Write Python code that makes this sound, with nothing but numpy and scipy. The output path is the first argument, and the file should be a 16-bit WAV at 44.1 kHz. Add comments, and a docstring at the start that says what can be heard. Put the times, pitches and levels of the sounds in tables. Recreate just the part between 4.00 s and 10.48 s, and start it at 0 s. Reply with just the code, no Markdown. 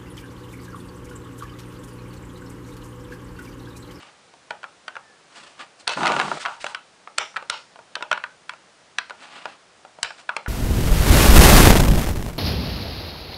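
"""A dog works at a wooden treat puzzle on the carpet of a small room.
First it snuffles, clicks the plastic drawers against the board with its nose, and whistles faintly.
Near 2 s a paw swipe rings a plastic cup and shoves the board away with all drawers rattling.
The carpet stops the board, paws brush the pile, and the clicks and snuffles go on to the end.
A limiter briefly turns the sound down on the hardest snaps; a faint hiss lies under it all."""
import sys
import numpy as np
from scipy import signal
from scipy.fft import rfft, irfft
from scipy.io import wavfile
from scipy.ndimage import uniform_filter1d, minimum_filter1d

SR = 44100
rng = np.random.default_rng(int(sys.argv[2]) if len(sys.argv) > 2 else 0)


def wav_out(sig):
    """Save sig, one row per channel (or a flat mono array), as 16-bit PCM at SR to the path in sys.argv[1]."""
    wavfile.write(sys.argv[1], SR, np.round(np.clip(np.atleast_2d(sig).T, -1, 1) * 32767).astype(np.int16))


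N = 285768

# Drawers knocking on the board. Body is the low part of a knock, compared with its main ring.
# start_s, pitch_hz, level_db, body_db, hardness_db_per_octave
DRAWER_KNOCKS = [(0.338, 1520, -66.5, 15.5, 5), (0.507, 1453, -31, -0.5, -8),
                 (0.6312, 1440, -40.5, -6.5, -9), (0.641, 1300, -33.5, -10, -14.5),
                 (0.8807, 1532, -32.5, -9.5, -7.5), (0.9546, 1466, -38.5, -11, -13),
                 (0.9664, 1354, -34, -6.5, -13), (1.8722, 1600, -34, -5, -10), (1.893, 1510, -29.5, 3.5, 4),
                 (1.899, 1534, -35.5, -13, 2.5), (1.935, 1540, -36.5, -20, -2),
                 (1.9727, 1430, -31.5, 4.5, -15), (2.0322, 1543, -27, -0.5, -7.5),
                 (2.0582, 1400, -30, 4, 2.5), (2.0693, 1266, -17.5, -4, -3.5),
                 (2.0771, 1454, -26.5, 3, 2.5), (2.0839, 1490, -41, 4, 0), (2.1001, 1217, -34.5, 13.5, -15),
                 (2.1199, 1350, -31.5, 5, -1), (2.1647, 1330, -27, 2, -7), (2.1933, 1310, -32.5, -2, -2.5),
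                 (2.1991, 1790, -17.5, -2, -8), (2.2133, 1590, -26.5, -8, -7.5),
                 (2.2813, 1234, -37, 4.5, -15), (2.3155, 1448, -24.5, 0, -24),
                 (2.372, 1294, -38.5, 4.5, -18), (2.452, 1160, -27, -16.5, -12),
                 (2.459, 1596, -24.5, -12, -10.5), (2.4636, 1507, -28, -13, -15),
                 (2.483, 1350, -35.5, -4.5, -14), (2.643, 1350, -35, 5.5, -0.5),
                 (2.6655, 1537, -30, -15, -5.5), (2.7474, 1500, -29, -16, -5.5),
                 (3.0743, 1313, -39, -5, -15.5), (3.179, 1220, -44, -8, 0), (3.343, 1270, -50, -2, -16),
                 (3.361, 1446, -31, -15, -13), (3.366, 1458, -24.5, -27, -12),
                 (3.3717, 1335, -31, -8, -10.5), (3.425, 1310, -49, 9, -3), (3.758, 1494, -55, 10, -2),
                 (3.79, 1500, -52, 7.5, -9), (3.9543, 1516, -31.5, -17, -0.5),
                 (3.967, 1430, -43.5, 8.5, -15), (4.008, 1430, -41.5, 3, -13), (4.025, 1446, -32, -1, -3.5),
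                 (4.1147, 1428, -17, -7, -9.5), (4.1283, 1426, -22.5, -26, -7),
                 (4.1762, 1434, -31.5, -10, -13), (4.2391, 1490, -26, -17.5, -14.5),
                 (4.4941, 1490, -31.5, -11.5, -6), (4.5358, 1357, -43.5, -4, -8),
                 (4.9853, 1630, -24, -14.5, -2.5), (5.0972, 1210, -47, 2.5, 1),
                 (5.1066, 1435, -35, -4.5, -12.5), (5.4558, 1440, -33, 1, -7.5),
                 (5.85, 1354, -53, 10.5, -6), (5.9869, 1500, -53, 11, -8), (6.047, 1375, -32, -13, -6),
                 (6.1058, 1425, -37.5, -4.5, -9.5), (6.2919, 1440, -22, -11.5, -15.5),
                 (6.3657, 1330, -30.5, 0, -0.5), (6.4614, 1390, -32, -7.5, -19),
                 (6.4757, 1460, -34, -15, -30)]
# Drawers snapping hard against their stops: same columns.
DRAWER_SNAPS = [(1.8769, 1495, -16.5, -3, 2.5), (3.183, 1361, -15, -8, 0), (3.4994, 1409, -16, -9, -0.5),
                (6.0304, 1530, -23.5, -8, 3.5)]
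def drawers():
    """All the knocks and snaps, as they sound in one direction."""
    out = np.zeros(N)
    for start_s, pitch_hz, level_db, *blow in DRAWER_KNOCKS:
        tone = blow_tone(*blow, clack_db=2.5, tick_db=-5.5)
        hit = knock(pitch_hz, level_db, tone, crack_db=2.5, crack_s=0.0022, press_s=0.00029, touch_db=-17)
        add(out, start_s - TOUCH_SAMPLES / SR, hit)
    for start_s, pitch_hz, level_db, *blow in DRAWER_SNAPS:
        tone = blow_tone(*blow, clack_db=0.5, tick_db=1)
        hit = knock(pitch_hz, level_db, tone, crack_db=8.5, crack_s=0.0019, press_s=0.00014, touch_db=-20)
        add(out, start_s - TOUCH_SAMPLES / SR, hit)
    return out


def blow_tone(body_db, hardness, clack_db, tick_db, tick_octaves=1.37):
    """Levels of a blow's body, ring, clack and tick, low to high: harder blows are brighter."""
    return np.array([body_db, 0, clack_db + hardness, tick_db + tick_octaves * hardness])


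TOUCH_SAMPLES = 130  # from a drawer's first touch to its blow
# Borders of the body, ring, clack and tick bands: edge_hz
KNOCK_BANDS = [330, 1050, 2000, 4200, 10500]
# The tones a drawer rings with, main one first: pitch_hz, level_db, ring_s (time to fade by 60 dB)
DRAWER_TONES = [(1447, 7.5, 0.024), (408, -14, 0.014), (617.4, -5.5, 0.044), (710, -8.5, 0.031),
                (868, -2.5, 0.041), (986.4, -4, 0.049), (1176, -0.5, 0.021), (1746, 1.5, 0.018),
                (1955, -1.5, 0.014), (2288, 2, 0.016), (2566, 4.5, 0.014), (2922, 3.5, 0.016),
                (3373, -5.5, 0.028), (3780, 5.5, 0.0081), (4397, 2.5, 0.012), (5396, 5, 0.0083),
                (6700, -33, 0.0059), (7860, -1, 0.009)]
def knock(pitch_hz, level_db, tone_db, crack_db, crack_s, press_s, touch_db, size=1918):
    """A loose drawer touches lightly, then lands with a short crack and rings."""
    t = np.arange(size) / SR
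    crack = signal.lfilter([1], [1, -.45], rng.standard_normal(size)) * np.exp(-t / crack_s)
    tuned = np.array(DRAWER_TONES) * [pitch_hz / DRAWER_TONES[0][0], 1, 1]
    rings = ring(tuned, spread_db=2.5, detune=0.043, size=size)
    press = 1 - np.exp(-t / press_s)  # the force builds up as the parts meet
    hit = np.pad(press * (rings + amp(crack_db) * crack), (TOUCH_SAMPLES, 0))
    add(hit, 0, amp(touch_db) * rings * np.minimum(t * SR / TOUCH_SAMPLES, 1))
    # Split the hit into four bands of equal energy, then give each its level.
    hz = np.fft.rfftfreq(len(hit), 1 / SR)
    low_passes = [1 / (1 + (hz / edge_hz) ** 8) for edge_hz in KNOCK_BANDS]
    bands = irfft(rfft(hit) * np.diff(low_passes, axis=0), len(hit))
    bands /= np.sqrt((bands ** 2).sum(1, keepdims=True) / (.01 * SR))
    return amp(level_db + tone_db) @ bands


# The low tones of the whole board on the carpet: pitch_hz, level_db, ring_s
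BOARD_TONES = [(85.6, -24.5, 0.11), (112, -12.5, 0.073), (151.6, 2, 0.1), (206.7, 0, 0.31), (260, 0, 0.071),
               (301.6, 5.5, 0.077), (341, 5, 0.12), (378.6, 8.5, 0.074), (415, 1, 0.084)]
def board(stir_db=-27, thud_db=-28.5, thud_s=0.0016):
    """Knocks set the board ringing faintly; hard snaps give it a dull push."""
    out = np.zeros(N)
    low_ring = ring(BOARD_TONES, spread_db=0, detune=0.029)
    for start_s, _, level_db, body_db, _ in DRAWER_KNOCKS:
        add(out, start_s, amp(level_db + body_db + stir_db) * low_ring)
    t = np.arange(SR // 10) / SR
    for start_s, *_ in DRAWER_SNAPS:
        add(out, start_s, -amp(thud_db) * np.exp(-t / thud_s))
    return out


# Jolts that shake the loose drawers: peak_s, fade_s, level_db
DRAWER_JOLTS = [(1.616, 0.017, -43.5), (1.897, 0.014, -38), (2.05, 0.055, -22.5), (2.2, 0.035, -27.5),
                (2.465, 0.048, -31), (2.69, 0.041, -40)]
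# The rattle's tone, low to high: pitch_hz, level_db
RATTLE_SPECTRUM = [(200, -23), (400, -13), (530, -21), (640, 3.5), (850, 12), (1200, 6), (1700, -1),
                   (2200, -3), (2750, -0.5), (3500, -5), (6000, -23), (10000, -7)]
def shove(speed, rumble_db=-32.5, rattle_db=-33):
    """The sliding board rumbles and its drawers rattle, more with speed and at each jolt."""
    judder = patter(BOARD_TONES, per_s=300, spread_db=3, detune=.012, spots=5)
    chatter = patter(DRAWER_TONES, per_s=500, spread_db=5, detune=.07, spots=9)
    jolts = sum(amp(level_db) * swell(peak_s, 0.44 * fade_s, fade_s, roundness=1.05)
                for peak_s, fade_s, level_db in DRAWER_JOLTS)
    rumble = colour(judder, [(30, -31), (70, -5), (120, -2), (270, -8), (430, -4), (600, -4), (1200, -9)])
    rattle = colour(chatter, RATTLE_SPECTRUM)
    return rumble * amp(rumble_db) * speed ** 0.46 + rattle * (amp(rattle_db) * speed + jolts)


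def slide_speed(start_s=1.962, push_s=0.059, stop_s=2.388):
    """The board's speed, from 0 to 1: the paw speeds it up, then the carpet brakes it."""
    return np.interp(np.arange(N) / SR, [start_s, start_s + push_s, stop_s], [0, 1, 0])


# Paws and legs brushing the carpet: peak_s, rise_s, level_db
PAW_BRUSHES = [(1.926, 0.013, -35.5), (2.418, 0.023, -35.5), (2.502, 0.076, -47.5), (2.619, 0.016, -39.5),
               (2.685, 0.048, -44)]
# The tone of rubbed carpet: pitch_hz, level_db
CARPET_SPECTRUM = [(700, -15), (1500, -0.5), (2500, -3.5), (4000, -4.5), (6000, -10), (8000, -11),
                   (10000, -18.5)]
def carpet_rub(speed, slide_db=-37):
    """The carpet hisses as the board and the paws rub over it."""
    brushes = sum(amp(level_db) * swell(peak_s, rise_s, rise_s, roundness=3.3)
                  for peak_s, rise_s, level_db in PAW_BRUSHES)
    return noise(CARPET_SPECTRUM) * (amp(slide_db) * speed ** 0.12 + brushes)


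# The tones of a plastic cup: pitch_hz, level_db, ring_s
CUP_TONES = [(1030, -11, 0.15), (2620, -3, 0.17), (2640, 0, 0.18), (3380, -12, .14)]
def cup(swipe_s=1.879, level_db=-22):
    """The paw's first swipe leaves a cup ringing."""
    out = np.zeros(N)
    add(out, swipe_s, amp(level_db) * ring(CUP_TONES, spread_db=5, detune=0.0024))
    return out


# Puffs of breath: peak_s, rise_s, flow_db, hiss_db
NOSE_PUFFS = [(0.006, 0.076, -46, -57.5), (1.376, 0.034, -48.5, -53.5), (1.46, 0.14, -52, -58),
              (1.612, 0.016, -34.5, -47), (1.807, 0.013, -49, -48), (5.23, .06, -49.5, -58),
              (5.374, 0.087, -43.5, -56), (5.509, 0.03, -47, -60), (6.194, 0.021, -46, -51.5)]
# The tone of air flowing in the muzzle, and hissing in the nostrils: pitch_hz, level_db
MUZZLE_SPECTRUM = [(88, -48), (150, -13), (266, -5), (336, -4.5), (431, -12), (670, -0.5), (925, -1),
                   (1060, 0), (1340, 0.5), (2230, -4), (2780, -1.5), (5000, -13.5), (6500, -43),
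                   (11000, -120)]
NOSTRIL_SPECTRUM = [(2500, -34), (4200, 0.5), (6000, -5), (8000, -5), (10000, -13)]
def snuffles(flutter_db=2.4):
    """Puffs of air flutter through the dog's nose, pressed against the board."""
    flutter = amp(flutter_db * wobble(smooth_samples=400))
    flow, hiss = noise(MUZZLE_SPECTRUM), noise(NOSTRIL_SPECTRUM)
    out = np.zeros(N)
    for peak_s, rise_s, flow_db, hiss_db in NOSE_PUFFS:
        puff = swell(peak_s, rise_s, 1.12 * rise_s, roundness=1.66)
        out += puff * (amp(flow_db) * flow + amp(hiss_db) * hiss)
    return flutter * out


def nose_whistle(peak_s=1.09, rise_s=.075, pitch_hz=1770, sag_hz_per_s=850, waver_hz=25, level_db=-56):
    """A thin tone in the dog's nose sinks as the air runs out."""
    hz = pitch_hz - sag_hz_per_s * (np.arange(N) / SR - peak_s)
    hz += waver_hz * wobble(smooth_samples=300)
    tone = np.sin(2 * np.pi * np.cumsum(hz) / SR)
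    return amp(level_db) * swell(peak_s, rise_s, rise_s, roundness=2) * tone


# How long the room rings: pitch_hz, ring_s
ROOM_RING = [(150, 0.085), (600, 0.27), (1500, 0.23), (3500, 0.26), (9000, 0.46)]
# Echoes off the floor and furniture: delay_s, level_db
NEAR_ECHOES = [(.0042, -20), (0.011, -41), (0.0154, -38)]
def room(direct, sides, tail_db=-15.5, build_s=0.0035):
    """A few near echoes; sound sent sideways returns as a short tail, dulled by the carpet."""
    shape = (len(sides), SR // 2)
    bounces = rng.standard_normal(shape) * (rng.random(shape) < .3)
    hz, t, spectrum = signal.stft(bounces, SR, nperseg=256)
    dulling = amp(curve([(100, 11), (1200, 5), (3000, 2.5), (6000, -7), (10000, -18.5)], hz))
    fade = amp(-60 * t / curve(ROOM_RING, hz)[:, None])
    tails = signal.istft(spectrum * dulling[:, None] * fade, SR, nperseg=256)[1]
    tails *= 1 - np.exp(-(np.arange(tails.shape[1]) / SR / build_s) ** 2)
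    tails *= amp(tail_db) / np.linalg.norm(tails)
    out = direct + signal.oaconvolve(sides, tails, axes=1).sum(0)[:N]
    for delay_s, level_db in NEAR_ECHOES:
        add(out, delay_s, amp(level_db) * direct)
    return out


# The tone of the quiet background: pitch_hz, level_db
BACKGROUND_SPECTRUM = [(7.1, -48), (12, -18), (43, -25), (65, -13), (174, -3), (224, -6.5), (440, -4),
                       (479, -2.5), (751, -2.5), (968, -5.5), (1050, -4), (1700, -6), (2190, -8.5),
                       (5090, -12), (10000, -19), (13000, -64.5), (22000, -120)]
def background_hiss(level_db=-54.5):
    """A faint, steady hiss."""
    return amp(level_db) * noise(BACKGROUND_SPECTRUM)


def ring(tones, spread_db, detune, size=6000):
    """One blow: where it lands sets the strength, sign and exact pitch of each fading tone."""
    hz, level_db, ring_s = np.transpose(tones)[:, :, None]
    strength, side, pitch = rng.standard_normal((3, len(tones), 1))
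    t = np.arange(size) / SR
    fades = amp(level_db + spread_db * strength - 60 * t / ring_s)
    waves = np.sin(2 * np.pi * hz * (1 + detune * pitch) * t)
    return (np.sign(side) * fades * waves).sum(0)


def patter(tones, per_s, spread_db, detune, spots):
    """Many small blows of uneven size, landing on several spots."""
    out = np.zeros(N)
    for _ in range(spots):
        lands = rng.random(N) < per_s / spots / SR
        blows = lands * amp(spread_db * np.clip(rng.standard_normal(N), -2, 2))
        out += signal.oaconvolve(blows, ring(tones, spread_db=2.5, detune=detune))[:N]
    return unit(out)


def swell(peak_s, rise_s, fall_s, roundness):
    """A volume that rises to 1 and falls away; roundness 1 is a spike, 2 a bell shape."""
    t = np.arange(N) / SR - peak_s
    return np.exp(-np.minimum(abs(t / np.where(t < 0, rise_s, fall_s)) ** roundness, 20))


def wobble(smooth_samples):
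    """A random wander around zero."""
    return unit(uniform_filter1d(rng.standard_normal(N), size=smooth_samples))


def noise(spectrum):
    """Steady noise with the given tone."""
    return colour(rng.standard_normal(N), spectrum)


def colour(x, spectrum):
    """Shapes a sound's lows and highs by (pitch_hz, level_db) points, at average level 1."""
    gains = amp(curve(spectrum, np.fft.rfftfreq(len(x), 1 / SR)))
    return unit(irfft(rfft(x) * gains, len(x)))


def curve(points, hz):
    """Joins (pitch_hz, value) points with lines, on an axis spaced in octaves."""
    pitch_hz, value = np.transpose(points)
    return np.interp(np.log(hz + 1), np.log(pitch_hz + 1), value)


def amp(db):
    """Turns decibels into a multiplier."""
    return np.exp(np.asarray(db) * (np.log(10) / 20))


def unit(x):
    """Scales to an average level (rms) of 1."""
    return x / np.sqrt(np.mean(x ** 2) + 1e-20)


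def add(mix, start_s, sound):
    """Mixes a sound in at a given time."""
    part = mix[max(round(start_s * SR), 0):][:len(sound)]
    part += sound[:len(part)]


def scene():
    """Puzzle and dog in the room; the drawers sound a little different in each of three directions."""
    speed = slide_speed()
    near = board() + cup() + snuffles() + shove(speed) + carpet_rub(speed)
    directions = np.array([near + drawers() for _ in range(3)])
    return (room(directions[0], directions[1:]) + background_hiss() + nose_whistle())[None]


def record(dry, ceiling_db=-6, recover_db_per_s=330, cutoff_hz=10150):
    """A fast limiter turns loud peaks down and recovers; then the highest treble is cut."""
    over_db = np.maximum(20 * np.log10(abs(dry[0]) + 1e-9) - ceiling_db, 0)
    recovery_db = np.arange(N) * recover_db_per_s / SR
    dip_db = np.maximum.accumulate(over_db + recovery_db) - recovery_db
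    dip_db = uniform_filter1d(-minimum_filter1d(-dip_db, size=15), size=27)  # ease in before the peak
    low_pass = signal.firwin(401, cutoff_hz, window=("kaiser", 8), fs=SR)
    return signal.oaconvolve(dry / amp(dip_db), low_pass[None], "same")


dry = scene()
out = record(dry)
wav_out(out)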